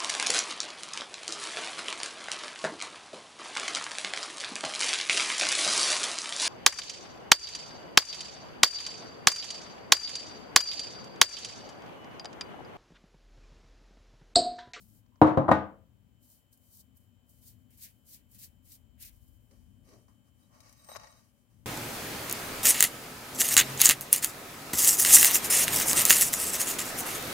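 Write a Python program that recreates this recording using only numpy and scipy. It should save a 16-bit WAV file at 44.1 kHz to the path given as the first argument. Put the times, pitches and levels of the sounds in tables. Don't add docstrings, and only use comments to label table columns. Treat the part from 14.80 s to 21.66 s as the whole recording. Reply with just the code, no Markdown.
import sys
import numpy as np
from scipy import signal
from scipy.fft import rfft, irfft, next_fast_len
from scipy.io import wavfile
from scipy.ndimage import uniform_filter1d

SR = 44100
rng = np.random.default_rng(int(sys.argv[2]) if len(sys.argv) > 2 else 0)


def wav_record(signal):
    frames = np.transpose(np.atleast_2d(signal))
    bounded = np.clip(frames, -1, 1)
    quanta = np.round(bounded * 32767).astype(np.int16)
    wavfile.write(sys.argv[1], SR, quanta)


def ratio_of_db(decibels):
    return 10 ** (np.asarray(decibels, float) / 20)


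N = 302481
TIME = np.arange(N) / SR
FFT = next_fast_len(N, True)
HZ = np.maximum(np.arange(FFT // 2 + 1) * SR / FFT, 1.)
KNOCK_PAN_DB, BASS_PAN_DB = 4, 4

# pitch_hz [Hz], level_db [dB]
GLAZE = [(3860, 5), (4790, -3), (5820, -1.5), (6330, 5), (7480, -3), (8330, 5), (8900, -1), (9420, 2),
         (9920, -12), (10900, -4), (12110, -10), (12700, -11.5), (13100, 1), (14950, -3.5)]


def on_hz(table):
    hz, value = np.transpose(table)
    return np.interp(np.log(HZ), np.log(hz), value)


def shape(x, gain):
    return irfft(rfft(x, FFT) * gain, FFT)[..., :N]


def unit(x):
    return x / np.sqrt(np.mean(x ** 2))


def band(lo_hz, hi_hz, order=3):
    return 1 / np.sqrt((1 + (lo_hz / HZ) ** (2 * order)) * (1 + (HZ / hi_hz) ** (2 * order)))


def resonances(peaks):
    return sum(ratio_of_db(db) / np.sqrt(1 + (2 * (HZ - hz) / width) ** 2) for hz, width, db in peaks)


def pan(db):
    return ratio_of_db(np.array([db, -db]) / 2)


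def fade(t, t60):
    return np.exp(-np.log(1000) * t / t60)


def walk(rate):
    k = int(SR / rate)
    held = np.repeat(rng.standard_normal(N // k + 1), k)
    return 0.36 * uniform_filter1d(uniform_filter1d(held, k), k)[:N]


def pair(length=N):
    likeness = [(60, 0.3), (120, .93), (250, 0.5), (500, 1), (1000, 0.09), (3000, 0.04)]
    alike = np.clip(on_hz(likeness), 0, 1)
    mid, side = rng.standard_normal((2, length))
    mid, side = shape(mid, np.sqrt(1 + alike)), shape(side, np.sqrt(1 - alike))
    return np.array([mid + side, mid - side])[:, :length] / 2


def room_air():
    # time_s [s], level_db [dB]
    rumble = [(0.0, -65), (0.26, -71.5), (1.05, -67), (1.35, -68.5), (1.63, -76.5), (1.87, -72),
              (2.1, -66.5), (2.44, -71), (2.78, -64.5), (3.22, -69.5), (3.48, -66), (3.9, -68.5),
              (4.66, -70), (4.97, -64), (5.21, -70), (6.21, -68.5), (6.66, -74), (6.76, -64.5)]
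    # pitch_hz [Hz], level_db [dB per Hz]
    floor_colour = [(25, -34.5), (40, -1.5), (55, -2), (100, -1.5), (150, -6.5), (270, -9), (340, -22.5),
                    (630, -23.5), (1000, -24.5), (1600, -31.5), (2500, -29.5), (5000, -37), (10000, -36.5),
                    (14000, -32)]
    # pitch_hz [Hz], width_hz [Hz], level_db [dB over the rumble]
    hum_peaks = [(111.77, 11, 6), (198.8, 13, 4.5), (243.5, 10, 7.5), (304, 8.2, 4), (574.7, 22, 4),
                 (1600, 30, 4.5), (3170, 83, 0), (7330, 89.3, -2.5)]
    # pitch_hz [Hz], left_minus_right_db [dB]
    floor_pan = [(40, 10.5), (120, 12), (250, 11.5), (450, 2.5), (1500, 3), (15000, 2)]
    lorry_s, lorry_lasts_s, lorry_db, port_lag_s = 4.38, 0.49, 10, .0007

    hum_db = np.interp(TIME, *np.transpose(rumble))
    deep_db = hum_db - 7.5 + lorry_db * np.exp(-((TIME - lorry_s) / lorry_lasts_s) ** 2)
    side = on_hz(floor_pan)
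    colour = ratio_of_db(on_hz(floor_colour) + np.array([side, -side]) / 2) * (1 + resonances(hum_peaks))
    lag = np.exp(-2j * np.pi * np.minimum(HZ, 80) * port_lag_s * 2)
    air = shape(pair(), colour * np.array([lag, lag * 0 + 1]))
    layers = [shape(air, band(lo, hi, order=5)) for lo, hi in ((20, 80), (80, 350), (350, 20000))]
    deep, hum, hiss = (layer / np.std(layer.mean(axis=0)) for layer in layers)
    out = ratio_of_db(deep_db + 4.5 + 1.4926 * walk(3.4)) * deep
    out += ratio_of_db(hum_db + 0.5 + 1.653 * walk(2.0)) * hum
    return out + ratio_of_db(-77.5 + 0.382 * walk(8.5)) * hiss


def fridge_whine():
    whine = [(3058, -85, 6), (2958, -95, 4), (3158, -92.5, 4), (3108, -97, 4), (7300, -87.5, 0),
             (7250, -96, 0), (7400, -96, 0)]
    loaded_s, unloaded_s, ramp_s = 1.34, 5.8, 0.075
    load = np.clip(np.minimum(TIME - loaded_s, unloaded_s - TIME) / ramp_s + .5, 0, 1)
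    out = np.zeros((2, N))
    for hz, db, pan_db in whine:
        level_db = db + 5 - 5 * (1.5 - load) + .8 * walk(6)
        tone = np.sin(2 * np.pi * (hz * TIME + rng.random((2, 1))))
        out += ratio_of_db(level_db) * pan(pan_db)[:, None] * tone
    return out


def swell(start, top, end, first_db, top_db, gone_db=-82.5):
    land_s, fall_bend = 0.027, 1.2
    rise = np.interp(TIME, [start - land_s, start, top], [gone_db, first_db, top_db], left=-130)
    fall = np.clip((TIME - top) / max(end - top, .02), 0, 6) ** fall_bend
    trickle = np.where(TIME > top, -17 - 121 * (TIME - top), -130)
    return np.maximum(rise + np.maximum(min(gone_db - top_db, -12) * fall, trickle), -130)


def grains(scatter_db, smear_s):
    size = ratio_of_db(scatter_db * np.minimum(rng.exponential(size=N), 7))
    keep = np.exp(-1 / (smear_s * SR))
    return unit(signal.lfilter([1 - keep], [1, -keep], size) * rng.standard_normal((2, N)))


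def bursts(events, layers, attack_s):
    out, t = np.zeros((2, N)), TIME[:SR // 8]
    for s, peak_db, *rel_db, t60, pan_db in events:
        i = int(s * SR)
        hit = (1 - np.exp(-t / attack_s)) * fade(t, max(t60, .002))
        for layer, db in zip(layers, [0, *rel_db]):
            burst = hit * layer[:, i:i + len(t)]
            burst = burst / np.abs(burst).max(axis=1, keepdims=True)
            out[:, i:i + len(t)] += ratio_of_db(peak_db + db - 4) * pan(pan_db)[:, None] * burst
    return out


def strokes():
    # lands_s, hardest_s, lifts_s [s], landing_db, hardest_db [dB]
    stroke_rows = [(0, 0.012, 0.11, -64.5, -62.5), (.05, 0.186, 0.22, -71.5, -69.5),
                   (1.427, 1.52, 1.64, -70, -63.5), (1.737, 1.727, 1.78, -61, -65),
                   (1.8, 2.005, 2.03, -76.5, -57.5), (2.172, 2.16, 2.2, -67.5, -68),
                   (2.21, 2.22, 2.31, -76, -75.5), (2.489, 2.494, 2.82, -73.5, -70),
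                   (2.62, 2.68, 2.78, -67.5, -56), (2.92, 2.93, 3.24, -71, -68.5),
                   (2.975, 3.04, 3.15, -65, -50.5), (3.27, 3.338, 3.43, -62, -52.5),
                   (3.51, 3.553, 3.62, -70.5, -59.5), (3.59, 3.642, 3.71, -56.5, -52),
                   (3.852, 3.939, 4, -67, -56.5), (4.203, 4.23, 4.28, -56, -49),
                   (4.25, 4.27, 4.33, -50.5, -52.5), (4.48, 4.3, 4.68, -74, -70)]
    # lands_s, hardest_s, lifts_s [s], landing_db, hardest_db [dB]
    rasp_rows = [
        (2.657, 2.7, 2.77, -85, -80),
        (2.92, 2.93, 2.96, -77, -75.5),
        (2.988, 3.065, 3.124, -78, -64.5),
        (3.307, 3.349, 3.43, -81, -72),
        (3.545, 3.55, 3.62, -80, -72.5),
        (3.602, 3.635, 3.695, -71.5, -69),
        (3.885, 3.93, 3.99, -81, -76.5),
        (4.204, 4.24, 4.34, -67.5, -61),
    ]
    # pitch_hz [Hz], level_db [dB per Hz]
    mesh = [(3530, -25), (6000, -13), (6680, -7), (8160, -2.5), (9380, -4), (12100, 0), (15000, 0.5),
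            (16000, -4)]
    # time_s [s], peak_db, middle_db [dB], t60_s [s], left_minus_right_db [dB]
    cracks = [
        (1.7282, -55, -14, 0.044, 5),
        (1.7736, -52, -24, 0.032, 1.0),
        (2.1687, -50, -30, 0.06, -2),
        (2.4925, -53, -23, 0.05, 3.0),
        (2.904, -55, -19, 0.059, 3),
        (2.9739, -50.5, -24, 0.05, 4),
        (3.514, -51.5, -24, 0.098, 2.0),
        (3.546, -49, -18, 0.026, -2),
        (4.2017, -54, -26, 0.028, 3.5),
        (4.4777, -61, -26, 0.05, -0.5),
    ]
    # time_s [s], peak_db, middle_db, left_minus_right_db [dB]
    snaps = [
        (1.501, -52, -20, 10),
        (1.9712, -47, -16, 7),
        (3.024, -46, -10, 1.5),
        (3.0354, -46, -18, 0.5),
        (3.3335, -46, -20, 0.0),
        (3.346, -43, -17, 7),
        (3.5965, -48, -16, 1.5),
        (3.9193, -46, -6, 6),
        (4.224, -39, -17, 1.0),
    ]
    hiss_db = np.max([swell(*row) for row in stroke_rows], axis=0)
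    press_db = np.interp(TIME - .003, TIME, hiss_db)
    middle_db = -9 + .2 * (press_db + 53.5)
    rasp_db = np.max([swell(*row) for row in rasp_rows], axis=0)

    slips = rfft(grains(scatter_db=3.5, smear_s=0.00099) * ratio_of_db(4.6 * walk(60)), FFT)
    gains = [ratio_of_db(on_hz(mesh)) * band(7200, 20000), band(3860, 6550, order=8), band(1750, 2950, order=6)]
    hiss, middle, rasp = (unit(irfft(slips * gain, FFT)[:, :N]) for gain in gains)
    rub = ratio_of_db(hiss_db + 2.0) * hiss + ratio_of_db(press_db + 1.5 + middle_db) * middle + ratio_of_db(rasp_db) * rasp
    snap_t60_s = 0.0082
    hits = [tuple(row) for row in cracks] + [(*row[:3], snap_t60_s, row[3]) for row in snaps]
    return pan(2.19)[:, None] * rub + bursts(hits, [hiss, middle], attack_s=0.00068)


def ringing(x, hz, width):
    b, a = signal.iirpeak(hz, hz / width, fs=SR)
    return unit(signal.lfilter(b, a, signal.lfilter(b, a, x)))


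def singing(slips):
    # start_s, end_s [s], level_db [dB]
    nudges = [
        (0.321, 0.399, -68),
        (5.285, 5.305, -67.5),
    ]
    # start_s, end_s [s], level_db [dB], tilt_db [dB per octave]
    chatter = [
        (5.587, 5.649, -84.5, 5),
        (5.795, 5.818, -76, 1),
        (5.885, 5.935, -88, 9),
        (5.968, 6.02, -75, 5),
        (6.03, 6.083, -74, 6),
        (6.086, 6.154, -64.5, 5.5),
        (6.18, 6.268, -67, -15),
        (6.28, 6.32, -70, 1),
        (6.362, 6.4, -79, 2),
        (6.328, 6.442, -87, -5),
    ]
    hollow_hz = 990
    out, flicker = np.zeros((2, N)), walk(60)
    calls = [(start, end, db, hollow_hz) for start, end, db in nudges]
    chances = rng.standard_normal((len(chatter), 3, len(GLAZE)))
    for (start, end, db, tilt_db), luck in zip(chatter, chances):
        for (hz, mode_db), size, late, bend in zip(GLAZE, *luck):
            shift = 0.13 * late * (end - start)
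            patchy_db = 4 * (hz > 4000) * (np.tanh(size) - 1.4)
            level_db = db + mode_db + tilt_db * np.log2(hz / 3860) + patchy_db
            stray_hz = hz * (1 + .006 * bend * (hz > 4000))
            calls.append((start + shift, end + shift, level_db, stray_hz))
    for start, end, db, hz in calls:
        i, j = int((start - .01) * SR), int((end + 0.014) * SR)
        gate = np.interp(TIME[i:j], [start - .004, start + 0.0034, end, end + .015], [0, 1, 1, 0])
        own = flicker[(np.arange(i, j) + 20 * int(hz)) % N] * (hz > 2000)
        out[:, i:j] += ratio_of_db(db - 7 + 11 * own) * gate * ringing(slips[:, i:j], hz, 170.)
    return out


def hand_thuds():
    # starts_s, loudest_s, ends_s [s], first_db, loudest_db [dB]
    thuds = [
        (4.7, 4.716, 4.785, -86, -64.5),
        (5.025, 5.128, 5.276, -80, -60),
    ]
    level_db = np.max([swell(*row) for row in thuds], axis=0)
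    return ratio_of_db(level_db) * unit(shape(pair(), band(250, 500)))


def contact_levels():
    # starts_s, loudest_s, ends_s [s], level_db, brightness_db [dB]
    touches = [
        (4.703, 4.713, 4.97, -78.5, 0),
        (5.053, 5.12, 5.32, -67.5, -1.5),
        (5.278, 5.295, 5.43, -73.5, -10),
        (5.445, 5.49, 5.5, -77.5, -7),
        (5.567, 5.63, 5.85, -78, -4),
        (6.494, 6.597, 6.68, -87.5, 0),
        (6.697, 6.702, 7.1, -86, 0),
    ]
    # time_s [s], level_db, brightness_db [dB]
    scoop = [(5.69, -78, -17), (5.744, -64.5, -8.5), (5.8, -68, -7), (5.87, -65.5, -1), (5.932, -72, 1),
             (5.944, -75.5, 2.5), (6.078, -66.5, -3.5), (6.094, -61, -6), (6.145, -56, -3.5),
             (6.184, -59, -11), (6.205, -56.5, -6), (6.26, -57, -9), (6.33, -67, -5.5), (6.36, -67, -4),
             (6.39, -69.5, -2.5), (6.52, -86, -1)]
    s, level_db, bright_db = np.transpose(scoop)
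    body_db = [np.interp(TIME, s, level_db, left=-130, right=-130)]
    scrape_db = [body_db[0] + np.interp(TIME, s, bright_db)]
    for start, top, end, db, bright in touches:
        body_db.append(swell(start, top, end, db - 11, db, gone_db=-100))
        scrape_db.append(body_db[-1] + bright)
    return np.max(body_db, axis=0), np.max(scrape_db, axis=0)


def handling():
    # time_s [s], peak_db, body_db, treble_db, left_minus_right_db [dB]
    taps = [
        (0.2613, -65.5, 4, -21, 2),
        (0.3571, -60, 5, -27, 0),
        (4.71, -61, -11, -9, -3),
        (5.089, -57, -12, -9, -5),
        (5.1339, -60.5, -4, -14, 6),
        (5.281, -65, 7, -15, 1),
        (5.8033, -52.5, -18, -2, 14),
        (5.893, -59, -7, 1, 17),
        (5.926, -59, -15, 6, 12),
        (6.0449, -60.5, -13, 6, 16),
    ]
    # time_s [s], peak_db, body_db, treble_db [dB], t60_s [s]
    clatter = [(6.087, -51, 12, -8, .05), (6.1158, -51, 13, -8, .025), (6.1502, -52, 11, -12, .02),
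               (6.1588, -38, 4, -9, .014), (6.1635, -36, 3, -9, .016), (6.1675, -42, -3, -7, .02),
               (6.196, -50, 0, -14, .04), (6.233, -52, 0, -16, .025), (6.243, -53, 2, -16, .02),
               (6.27, -52, -2, -14, .03), (6.324, -56, -4, -12, .02)]
    # pitch_hz [Hz], width_hz [Hz], level_db [dB]
    plate = [(593.3, 90, -2.5), (862.6, 29, -4), (1142.5, 78, -1), (1876, 59, -5.5), (2225, 63, -7)]
    body_db, scrape_db = contact_levels()
    ring_db = np.where(body_db > -120, -74 + 0.39 * (scrape_db + 64), -130)
    slips = grains(scatter_db=4.0, smear_s=0.0017) * ratio_of_db(1.3 * walk(64))
    modes = 0
    for hz, width, db in plate:
        favour_db = db + 10 * np.log10(width) + 2.5 * walk(9.2)
        modes = modes + ratio_of_db(favour_db) * ringing(slips, hz, 2.7 * width)
    peak, dip = resonances([(5378, 1900, 3)]), resonances([(3520, 190, 14.6)])
    rustle = shape(slips, band(669.8, 1720, order=1) * (1 + peak) / (1 + dip))
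    glaze = 2 + resonances([(hz, 220, 7 + db / 2) for hz, db in GLAZE])
    sound = rfft(ratio_of_db(-8) * unit(modes) + unit(rustle), FFT) * glaze
    gains = [band(503, 1340, order=4), band(1800, 6700, order=8), band(9400, 15960, order=5)]
    body, scrape, ring = (unit(irfft(sound * gain, FFT)[:, :N]) for gain in gains)
    slide = ratio_of_db(body_db - 0.5) * body + ratio_of_db(scrape_db + 1.0) * scrape + ratio_of_db(ring_db + 3.0) * ring
    slide = slide + singing(slips)
    tap_t60_s, clatter_pan_db = 0.027, 9
    hits = [(*row[:4], tap_t60_s, row[4]) for row in taps] + [(*row, clatter_pan_db) for row in clatter]
    clicks = bursts(hits, [scrape, body, ring], attack_s=0.00094)
    return pan(1.9)[:, None] * slide + hand_thuds() + clicks


def crack_and_room(t, hz, tilt_db, treble_db, crack_db):
    # pitch_hz [Hz], level_db [dB per Hz]
    knock_colour = [(45, -56), (72, -24), (100, -14), (235, -10.5), (308, -5.5), (405, -21), (480, -10.5),
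                    (1150, -11), (1320, -16.5), (2300, -33), (3900, -43), (5200, -51), (13400, -59.5),
                    (16000, -65.5)]
    # pitch_hz [Hz], t60_s [s]
    room_t60 = [(60, 0.51), (300, .46), (1000, 0.4), (2200, 0.38), (6000, 0.28), (12000, 0.16)]
    room_hz, room_s = np.transpose(room_t60)
    centres = 45 * 2 ** np.arange(0, 8.6, .5)
    t60s = np.interp(np.log(centres), np.log(room_hz), room_s)
    colour = ratio_of_db(np.interp(hz, HZ, on_hz(knock_colour)))
    noise = rfft(pair(len(t))) * colour * ratio_of_db(tilt_db)
    sound = 0
    for centre, t60 in zip(centres, t60s):
        share = np.maximum(0, 1 - 2 * np.abs(np.log2(hz / centre)))
        direct = pan(KNOCK_PAN_DB)[:, None] * fade(t, 0.029 * (1 + 150 / centre))
        room_pan = pan(BASS_PAN_DB * (centre < 200) + 3 * (centre > 400))[:, None]
        room = room_pan * (1 - np.exp(-t / 0.0029)) * fade(t, t60)
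        room_db = -4 + .6 * treble_db * (centre > 1400)
        mix = ratio_of_db(0.99 * crack_db) * direct + ratio_of_db(room_db) * room
        sound = sound + irfft(noise * share, len(t)) * mix
    return sound / np.sqrt(np.mean(sound[:, :SR // 50] ** 2))


def table_ring(t, hz, tilt_db, modes):
    out = 0
    for (f, db, t60), (size, left, right) in zip(modes, rng.standard_normal((len(modes), 3))):
        turn = np.array([[left], [right]]) * min(f / 900, 1.5)
        lean_db = KNOCK_PAN_DB + BASS_PAN_DB * (f < 200) - 3 * (200 < f < 400)
        gain = ratio_of_db(-2 + db + 1.5 * size + np.interp(f, hz, tilt_db)) * pan(lean_db)
        out = out + gain[:, None] * fade(t, min(0.99 * t60, .5)) * np.sin(2 * np.pi * f * t + turn)
    return out


def plate_blow(t, treble_db, crack_db):
    hollow = .8 * np.sin(2 * np.pi * 740 * t) + .4 * np.sin(2 * np.pi * 1030 * t)
    blow = -ratio_of_db(crack_db + 5.0) * np.minimum(t / 0.0022, 1) * fade(t, 0.04) * hollow
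    blow = blow + ratio_of_db(treble_db - 35) * fade(t, 0.18) * np.sin(2 * np.pi * 3860 * t)
    return pan(KNOCK_PAN_DB)[:, None] * blow


def knocks():
    # time_s [s], peak_db, bass_db, treble_db, crack_db [dB]
    knock_rows = [
        (.4147, -9, -1.5, -0.5, 4.5),
        (.4285, -21.5, -2, -4, -4.5),
        (.468, -22.5, 2.5, 2, -6),
        (.5722, -14.5, 3.5, -4, 3),
        (.6812, -17.5, 3.5, -6.5, -1),
        (.689, -17, -6, -7, 7.5),
        (.7132, -10.5, -4, 4, 8.5),
    ]
    # pitch_hz [Hz], level_db [dB], t60_s [s]
    landing = [(102, -11, 0.75), (140, -11, 1.1), (309, 3, 0.7), (335, -9, 0.29), (452, -1, 0.1),
               (528, -5, 0.18), (648, -6, 0.39), (716, -14, 0.5), (807, -17, 0.63), (851, -16, 1.0),
               (947, 0, 0.13), (1034, -3, 0.19), (1227, -5, 0.17), (1567, -22, 0.42)]
    # pitch_hz [Hz], level_db [dB], t60_s [s]
    rebound = [(102, -12, .3), (140, -6, .3), (222, -8, .3), (309, -5, .4), (452, -12, .12), (528, 4, .16),
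               (646, 0, .13), (738, -12, .2), (812, -14, .2), (856, -17, .3), (947, -14, .15),
               (1030, -12, .2), (1222, -18, .2), (1916, -30, .25)]
    # pitch_hz [Hz], level_db [dB], t60_s [s]
    resting = [(86.1, -10, 0.35), (135, -10, 0.32), (199, -10, 0.53), (309, -6, 0.35), (458, -11, 0.38),
               (528, -14, 0.48), (646, -7, 0.45), (738, -14, 0.35), (851, -5, 0.32), (969, -9, 0.3),
               (2116, -27, 0.2), (1217, -10, 0.35), (1491, -16, 0.33), (1870, -17, 0.2)]
    out, t = np.zeros((2, N)), TIME[:SR * 3 // 4]
    hz = np.maximum(np.arange(len(t) // 2 + 1) * SR / len(t), 1.)
    push = np.sin(np.pi / 2 * np.minimum(t / .0015, 1)) ** 2
    push = push * np.exp(-(t / 0.45) ** 2)
    for k, (s, peak_db, bass_db, treble_db, crack_db) in enumerate(knock_rows):
        tilt_db = np.interp(np.log(hz), np.log([150, 400, 1100, 2200]), [bass_db, 0, 0, treble_db])
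        modes = landing if k < 3 else rebound if k < 4 else resting
        sound = crack_and_room(t, hz, tilt_db, treble_db, crack_db)
        sound = sound + table_ring(t, hz, tilt_db, modes) + plate_blow(t, treble_db, crack_db)
        i = int(s * SR)
        out[:, i:i + len(t)] += ratio_of_db(peak_db - 5.5) * push * sound
    return signal.sosfilt(signal.butter(2, 70.5, "high", fs=SR, output="sos"), out)


def scene():
    return room_air() + fridge_whine() + strokes() + handling() + knocks()


def band_limit(x):
    return signal.sosfilt(signal.butter(12, 16990, fs=SR, output="sos"), x)


def record(dry):
    cut = signal.sosfilt(signal.ellip(8, .2, 70, 15800, fs=SR, output="sos"), dry)
    cut = signal.sosfilt(signal.butter(4, 36, "high", fs=SR, output="sos"), cut)
    return band_limit(np.clip(cut, -1, 1))


dry = scene()
out = record(dry)
wav_record(out)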